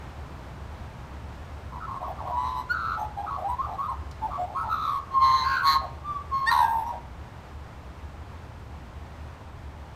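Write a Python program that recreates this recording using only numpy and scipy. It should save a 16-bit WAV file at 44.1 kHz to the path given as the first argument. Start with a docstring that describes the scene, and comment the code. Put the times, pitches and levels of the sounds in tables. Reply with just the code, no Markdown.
"""A magpie carols on a wooden porch table: soft broken warbles that grow into louder, buzzy calls.
The two sides of its voice box (the syrinx) sing in turn or together, each a nearly pure tone that
flutters. An open beak lets out the overtones, the higher tones that make a note bright.
Beak and claws tick, the slatted porch adds a short echo, and a low outdoor rumble with a little
hiss lies under it all."""
import sys
import numpy as np
from scipy import signal
from scipy.fft import rfft, irfft, next_fast_len
from scipy.io import wavfile
from scipy.ndimage import map_coordinates

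SR = 44100
rng = np.random.default_rng(int(sys.argv[2]) if len(sys.argv) > 2 else 0)


def file_out(sig):
    """Save sig as 16-bit WAV at sys.argv[1]."""
    # one column per channel
    cols = np.atleast_2d(sig).T
    # limit, then scale
    lim = np.clip(cols, -1, 1)
    pcm = np.round(lim * 32767).astype(np.int16)
    wavfile.write(sys.argv[1], SR, pcm)


N = 438794
TIME = np.arange(N) / SR
TOP_HZ = 15700  # where the treble ends

# The outdoor background. Each row: frequency in Hz, relative level in dB.
AIR_COLOUR = [(22, -22.5), (48, -14.5), (63, -4), (74, 1), (92, -9), (120, -9.5), (180, -18), (450, -25),
              (900, -22.5), (2000, -33.5), (9000, -53.5), (10400, -60), (12000, -56.5), (15700, -63.5)]
# How it eases off. Each row: time in seconds, boost in dB.
AIR_FADE = [(0, 4.5), (2.5, 3), (9, 2)]
# The soft notes. Each row: start and length in seconds, pitch in Hz, relative level in dB.
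WARBLES = [(1.723, .065, 1010, -38), (1.807, .05, 1320, -37.5), (1.875, .105, 1075, -35.5),
           (2.009, .03, 740, -37), (2.024, .056, 1080, -35), (2.075, .048, 780, -34.5),
           (2.184, .03, 1160, -38), (2.205, .062, 810, -38), (2.261, .058, 1005, -35.5),
           (2.27, .054, 725, -35), (2.701, .029, 1448, -22.5), (2.974, .085, 845, -31.5),
           (3.172, .055, 815, -29), (3.238, .024, 820, -29.5), (3.266, .038, 1295, -33),
           (3.3, .072, 1100, -33), (3.374, .063, 745, -35), (3.442, .042, 800, -26.5),
           (3.484, .066, 975, -30), (3.589, .023, 1070, -24.5), (3.613, .057, 1185, -32.5),
           (3.67, .095, 800, -36.5), (3.785, .037, 1110, -29), (3.822, .053, 1205, -31),
           (3.885, .021, 1035, -25), (3.906, .036, 945, -34.5), (4.222, .051, 875, -29),
           (4.273, .029, 750, -37), (4.309, .072, 1140, -34), (4.382, .069, 720, -30),
           (4.457, .093, 785, -40.5), (4.551, .05, 1075, -29), (4.565, .073, 1305, -32),
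           (4.626, .072, 920, -34), (5.813, .057, 755, -37.5), (6.497, .038, 1410, -30.5),
           (6.857, .06, 943, -30.5), (6.924, .043, 775, -37)]
# The resting throat. Each row: frequency in Hz, overtone gain in dB with the beak open, then shut.
THROAT_COLOUR = [(1795, -3.5, -27.5), (2320, -28, -33.5), (3250, -29.5, -35.5), (4164, -4, -34.5),
                 (5030, -37, -49.5), (6390, -26, -43), (7720, -50, -62), (8520, -37.5, -41),
                 (10730, -49, -66.5), (12400, -29.5, -45.5), (13100, -36, -51), (14700, -62, -49)]
# Sheen is a boost or cut of the top overtones. Each row: frequency in Hz, share of it from 0 to 1.
SHEEN_SHARE = [(6800, 0), (8500, 1)]
# The extra tones made when both sides sing at once. Each row: frequency in Hz, gain in dB.
CLASH_COLOUR = [(1300, -27.5), (2100, -5.5), (2600, 0.5), (4600, -3), (7000, -13)]
# The porch echo. Each row: frequency in Hz, seconds it takes to fade by 60 dB.
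ECHO_DECAY = [(1200, 0.55), (4500, 0.36), (12000, 0.084)]
# The long calls. Each row: time in seconds, relative level in dB, pitch in Hz,
# brightness in dB (which sets how far the beak opens).
HELD = [(2.32, -32.5, 999, -41), (2.378, -27, 987, -30.5), (2.482, -28, 1013, -23.5),
        (2.538, -34.5, 1006, -26), (2.598, -25.5, 1006, -29.5), (2.63, -51, 1015, -25)]
HIGH_BUZZ = [(2.73, -40.5, 1447, -15.5), (2.738, -31, 1442, -25.5), (2.792, -31.5, 1350, -25),
             (2.952, -30, 1294, -23), (2.975, -47, 1316, -33.5)]
TRILL = [(4.69, -39, 1308, -25), (4.73, -24.5, 1293, -25), (4.78, -35, 1239, -21), (4.848, -27, 1227, -20),
         (4.976, -29.5, 1114, -24.5), (5.0, -45, 1128, -25.5)]
LOUD_CALL = [(5.11, -32.5, 1080, -44), (5.132, -53, 1090, -22), (5.162, -21, 1076, -37),
             (5.178, -19, 1066, -41), (5.194, -41, 1058, -31), (5.216, -17, 1064, -29.5),
             (5.246, -19.5, 1067, -18), (5.31, -19, 1051, -21), (5.4, -26.5, 1048, -11.5),
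             (5.432, -21, 1035, -21.5), (5.478, -29.5, 1079, -19.5), (5.508, -26.5, 1078, -21),
             (5.59, -39.5, 1045, -11)]
LOUD_UPPER = [(5.44, -38, 1540, -8), (5.498, -33, 1570, -11), (5.586, -25, 1479, -25),
              (5.63, -34, 1470, -26.5), (5.64, -36, 1480, -21.5)]
PEAK_CALL = [(5.62, -34.5, 1114, -29), (5.672, -20.5, 1100, -9), (5.734, -20.5, 1089, -7),
             (5.76, -22, 1067, -19.5), (5.775, -24, 1075, -24)]
WHISTLE = [(6.045, -40, 1168, -30), (6.061, -33.5, 1184, -25), (6.119, -28.5, 1167, -26.5),
           (6.2, -40.5, 1112, -25.5)]
PURR = [(6.315, -36, 1079, -36), (6.341, -24, 1079, -27), (6.455, -28, 1081, -26), (6.47, -34, 1081, -14.5)]
FALL = [(6.51, -18.5, 1040, -15.5), (6.54, -21, 1039, -18.5), (6.644, -19.5, 906.5, -28),
        (6.666, -28.5, 910.6, -28.5), (6.756, -24, 910.4, -40), (6.85, -40, 860, -28.5)]
FALL_UPPER = [(6.52, -58, 1854, -36), (6.648, -39, 1634, -22), (6.73, -52, 1620, -29)]
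# How each call is sung. Each row: its table, flutter rate in Hz, flutter depth from 0 to 1 with
# the beak wide open, throat tuning (1 is at rest), sheen in dB.
CALLS = [(HELD, 124, .58, 0.95, -1.3), (HIGH_BUZZ, 117, .85, 0.947, -5), (TRILL, 72, .7, 0.926, 0),
         (LOUD_CALL, 132, 0.377, .98, -5.5), (LOUD_UPPER, 76, 0.573, 0.98, 1),
         (PEAK_CALL, 153, 0.5, 1, 4.4), (WHISTLE, 57, 0.094, 0.93, -3), (PURR, 82, 0.2, 0.97, -7),
         (FALL, 78, 0.735, 0.98, 7.8), (FALL_UPPER, 63, 0.374, 0.74, 0)]
# Bright squeaks inside the notes. Each row: time in seconds, frequency in Hz, boost in dB.
SQUEAKS = [(2.585, 4107, 6), (3.01, 6400, 17), (3.5, 8200, 18), (3.895, 8600, 14), (6.88, 5740, 20)]
# Dry ticks of beak and claws. Each row: start in seconds, relative level in dB.
TICKS = [(4.112, -23), (9.711, -48)]
# Their tone. Each row: frequency in Hz, gain in dB.
TICK_COLOUR = [(1500, -31), (4500, -3), (15000, -34)]
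# One clean yelp. Each row: time in seconds, pitch in Hz, relative level in dB.
YELP = [(6.462, 829, -42), (6.475, 905, -26), (6.491, 936, -24), (6.518, 916, -44)]
# The gain in dB of each tone in the yelp, from the lowest up.
YELP_HARMONICS = [-6, 2.5, -24, -13.5, -11.5, -22.5, -32, -40, -21.5, -32, -40, -38, -38]


def amp(db):
    """Turns decibels into a number to multiply by."""
    return 10 ** (np.asarray(db) / 20)


def unit(x):
    """Scales a signal to an average size (rms) of 1."""
    return x / np.sqrt(np.mean(x ** 2) + 1e-20)


def look_up(points, hz):
    """Reads between the rows of a table, giving every octave equal room."""
    f, value = np.transpose(points)
    return np.interp(np.log(hz + 1), np.log(f), value)


def colour(x, points):
    """Turns each frequency up or down by a table of Hz and dB."""
    size = next_fast_len(len(x) + 4096)
    gain = amp(look_up(points, np.fft.rfftfreq(size, 1 / SR)))
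    return irfft(rfft(x, size) * gain, size)[:len(x)]


def lowpass(hz):
    """A filter that keeps what lies below hz."""
    return signal.butter(2, hz, fs=SR, output="sos")


def wander(hz):
    """A smooth random wobble, moving up to about hz times a second."""
    return unit(signal.sosfilt(lowpass(hz), rng.standard_normal(N)))


def bump(x, width):
    """A smooth hill of height 1 around zero."""
    return np.exp(-(x / width) ** 2 / 2)


def outdoors(gain_db=-43, waver_db=.43):
    """A low rumble and a faint, wavering hiss ease off together."""
    air = unit(colour(rng.standard_normal(N), AIR_COLOUR))
    rumble = signal.sosfiltfilt(lowpass(220), air)
    hiss = (air - rumble) * amp(waver_db * wander(3.9))
    return (rumble + hiss) * amp(gain_db + np.interp(TIME, *np.transpose(AIR_FADE)))


def warble(start, length, hz, level_db, flutter_hz=107.2, easy_db=-32.5, open_db=-11, open_hz=1052.3):
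    """One push of air shapes a note: a strong one rises and rings clean, a weak one sags and flutters."""
    push_db = level_db - easy_db
    glide = min(.011 * push_db, .06) / 2
    depth = np.clip(.52 - .08 * push_db, 0, .56) * np.sqrt(open_hz / hz)  # low notes flutter more
    beak = amp(level_db - open_db) * (hz / open_hz) ** 2  # opens for loud and high notes
    place = np.linspace(-1, 1, 7)  # from the note's start to its end
    times = start + length * (place + 1) / 2
    arched_db = level_db + .5 * (1 / 3 - place ** 2)
    pitch = hz * (1 + glide * place)
    return np.column_stack(np.broadcast_arrays(times, arched_db, pitch, flutter_hz, depth, beak, 1, 0))


def share_notes(notes):
    """Each note goes to the side of the syrinx that is free first."""
    resting, other = [], []
    for note in sorted(notes, key=lambda note: note[0, 0]):
        resting.append(note)
        if not other or other[-1][-1, 0] < note[-1, 0]:
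            resting, other = other, resting
    return resting, other


def join_notes(notes, edge_s=.014):
    """Joins one side's notes into curves: loudness first, then the other controls of the voice."""
    loudness = sum(np.interp(TIME, note[:, 0], amp(note[:, 1]), left=0, right=0) for note in notes)
    ramp = signal.windows.hann(round(2 * edge_s * SR))
    loudness = signal.oaconvolve(loudness, ramp / ramp.sum(), "same")
    times, _, *controls = np.transpose(sorted(map(tuple, np.vstack(notes))))
    return loudness, *(np.interp(TIME, times, control) for control in controls)


def syrinx(notes, throb=.95, bend=.135, lag_radians=1.9, steady_db=-19, pure_db=14):
    """On one side of the voice box a thin skin vibrates, fluttering in strength and pitch together."""
    loudness, pitch, flutter_hz, depth, beak, tuning, sheen_db = join_notes(notes)
    depth, beak = np.clip(depth, 0, 1), np.clip(beak, 0, 1)
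    # Loud notes with an open beak flutter more evenly.
    uneven = depth * (1 - .739 * beak) / (1 + (loudness / amp(steady_db)) ** 2)
    flutter = 2 * np.pi * np.cumsum(flutter_hz * (1 + .55 * uneven * wander(50.2))) / SR
    swing = bend * depth * np.cos(flutter - lag_radians)
    hz = pitch * (1 + swing + .07 * uneven * wander(108.5) + .00396 * wander(27.35))
    phase = 2 * np.pi * np.cumsum(hz) / SR + .12 * depth * wander(430)  # jitter frays high overtones
    pulsing = 1 + throb * depth * np.cos(flutter) + .55 * uneven * wander(195)
    strength = np.sqrt(2) * loudness * pulsing / np.sqrt(1 + (throb * depth) ** 2 / 2)
    singing, overtones = loudness > 1e-6, np.zeros(N)
    overtones[singing] = sum(np.cos(k * phase[singing]) * (k * hz[singing] < TOP_HZ)
                             for k in range(2, 22))
    overtones += 2.9 * np.sqrt(depth * beak) * rng.standard_normal(N)  # forced air rasps
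    calm = np.maximum(1 - 2 * (depth + beak), 0)  # calm notes with a shut beak are almost pure
    overtones *= strength * amp(-pure_db * calm)
    main_tone = tuned_cavity(strength * np.exp(1j * phase), pitch)
    return main_tone + throat(overtones, pitch, beak, tuning, sheen_db)


def tuned_cavity(tone, pitch, reach_hz=340, below_hz=75):
    """The bird keeps the hollow of its throat tuned just under the pitch, which softens the flutter."""
    centre = np.exp(2j * np.pi * np.cumsum(pitch - below_hz) / SR)
    return (centre * signal.sosfiltfilt(lowpass(reach_hz), tone / centre)).real


def throat(overtones, pitch, beak, tuning, sheen_db, rest_hz=1060, glint_db=5.5, glint_hz=11000):
    """Throat and beak favour some overtones; their peaks slide with the pitch and shift restlessly."""
    f, t, spectrum = signal.stft(overtones, SR, nperseg=256, noverlap=192)
    hz = f[:, None]
    curves = pitch, beak, tuning, sheen_db, wander(5.7)
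    pitch, beak, tuning, sheen_db, drift = (np.interp(t, TIME, curve) for curve in curves)
    stretch = tuning * (pitch / rest_hz) ** .25 * (1 + .06 * (1 - beak) ** 2 * drift)
    table_hz, table = hz / stretch, np.array(THROAT_COLOUR)
    open_db, shut_db = look_up(table[:, [0, 1]], table_hz), look_up(table[:, [0, 2]], table_hz)
    gain_db = beak * open_db + (1 - beak) * shut_db
    gain_db += glint_db * glints(t, table_hz) * (1 - beak / 2) * np.minimum(hz / glint_hz, 1)
    gain_db += squeak_db(t, hz) + sheen_db * look_up(SHEEN_SHARE, hz)
    above_pitch = np.clip(hz / pitch - 1, 0, 1)
    return signal.istft(spectrum * amp(gain_db) * above_pitch, SR, nperseg=256, noverlap=192)[1][:N]


def glints(t, hz, life_s=.11, width_hz=620):
    """Narrow random peaks and dips come and go, so the overtones flicker."""
    grid = rng.standard_normal((64, round(N / SR / life_s) + 2))
    places = np.broadcast_arrays(hz / width_hz, t / life_s)
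    return unit(map_coordinates(grid, places, order=2, mode="mirror"))


def carol(clash_db=9):
    """Both sides share one airflow, so singing together they also make hoarse extra tones."""
    notes = [warble(*row) for row in WARBLES] + [long_call(*row) for row in CALLS]
    left, right = (syrinx(side) for side in share_notes(notes))
    return left + right + amp(clash_db) * colour(left * right, CLASH_COLOUR)


def porch_echo(x, echo_db=-10, gap_s=.0024, early_s=.06):
    """Slats, table and roof scatter the song into many tiny echoes; the treble dies first."""
    echoes, slots = np.zeros(SR), np.arange(0, SR - 20, 20)
    echoes[slots + rng.integers(0, 20, len(slots))] = rng.choice([-1., 1.], len(slots))
    hz, t, spectrum = signal.stft(echoes, SR, nperseg=256)
    fade = amp(-60 * t / look_up(ECHO_DECAY, hz)[:, None])
    tail = signal.istft(spectrum * fade, SR, nperseg=256)[1]
    age = TIME[:len(tail)]
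    tail *= np.clip(age / gap_s - 1, 0, 1) * (1 + np.exp(-age / early_s))  # a gap, then a strong start
    return amp(echo_db) * signal.fftconvolve(x, tail / np.linalg.norm(tail))[:N]


def long_call(curve, flutter_hz, open_depth, tuning, sheen_db, shut_db=-34, open_db=-11.5):
    """A long call brightens as the beak opens, and its flutter deepens with it."""
    times, level_db, pitch, bright_db = np.transpose(curve)
    beak = np.clip((bright_db - shut_db) / (open_db - shut_db), 0, 1)
    depth = open_depth * (.456 + .544 * beak)
    controls = np.broadcast_arrays(times, level_db, pitch, flutter_hz, depth, beak, tuning, sheen_db)
    return np.column_stack(controls)


def squeak_db(t, hz, width_s=.02, width_hz=320, spill=.3):
    """In a squeak one overtone flares for a moment, and those above it brighten a little."""
    return sum(db * bump(t - at_s, width_s) * np.maximum(bump(hz - at_hz, width_hz), spill * (hz > at_hz))
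               for at_s, at_hz, db in SQUEAKS)


def ticks(decay_s=.0055):
    """Beak and claws make tiny bright snaps that die away at once."""
    bursts = sum(amp(db) * (TIME >= start) * np.exp(-abs(TIME - start) / decay_s) for start, db in TICKS)
    return colour(bursts * rng.standard_normal(N) / 2, TICK_COLOUR)


def rasp(at_s=5.54, width_s=.062, level_db=-47, band_hz=(1800, 2800), grain_hz=107.2):
    """Between two loud calls the voice breaks up into a grainy rasp."""
    band = signal.butter(2, band_hz, "bandpass", fs=SR, output="sos")
    noise = unit(signal.sosfilt(band, rng.standard_normal(N)))
    grain = 1 + .5 * wander(grain_hz)
    return amp(level_db) * bump(TIME - at_s, width_s) * noise * grain


def yelp():
    """The voice cracks upward into a short clean yelp, strongest an octave above its pitch."""
    times, hz, level_db = np.transpose(YELP)
    phase = 2 * np.pi * np.cumsum(np.interp(TIME, times, hz)) / SR
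    strength = amp(np.interp(TIME, times, level_db)) * (TIME > times[0]) * (TIME < times[-1])
    tone = sum(amp(db) * np.cos(k * phase) for k, db in enumerate(YELP_HARMONICS, 1))
    return np.sqrt(2) * strength * tone


def scene(song_db=-.58):
    """The bird close by, its echo and the outdoor background, in one channel."""
    bird = amp(song_db) * carol() + rasp() + yelp() + ticks()
    return (bird + porch_echo(bird) + outdoors())[None]


def record(dry):
    """Cuts away the very highest treble."""
    treble_cut = signal.firwin(511, TOP_HZ, window=("kaiser", 9), fs=SR)
    return signal.oaconvolve(dry, treble_cut[None], "same")


dry = scene()
out = record(dry)
file_out(out)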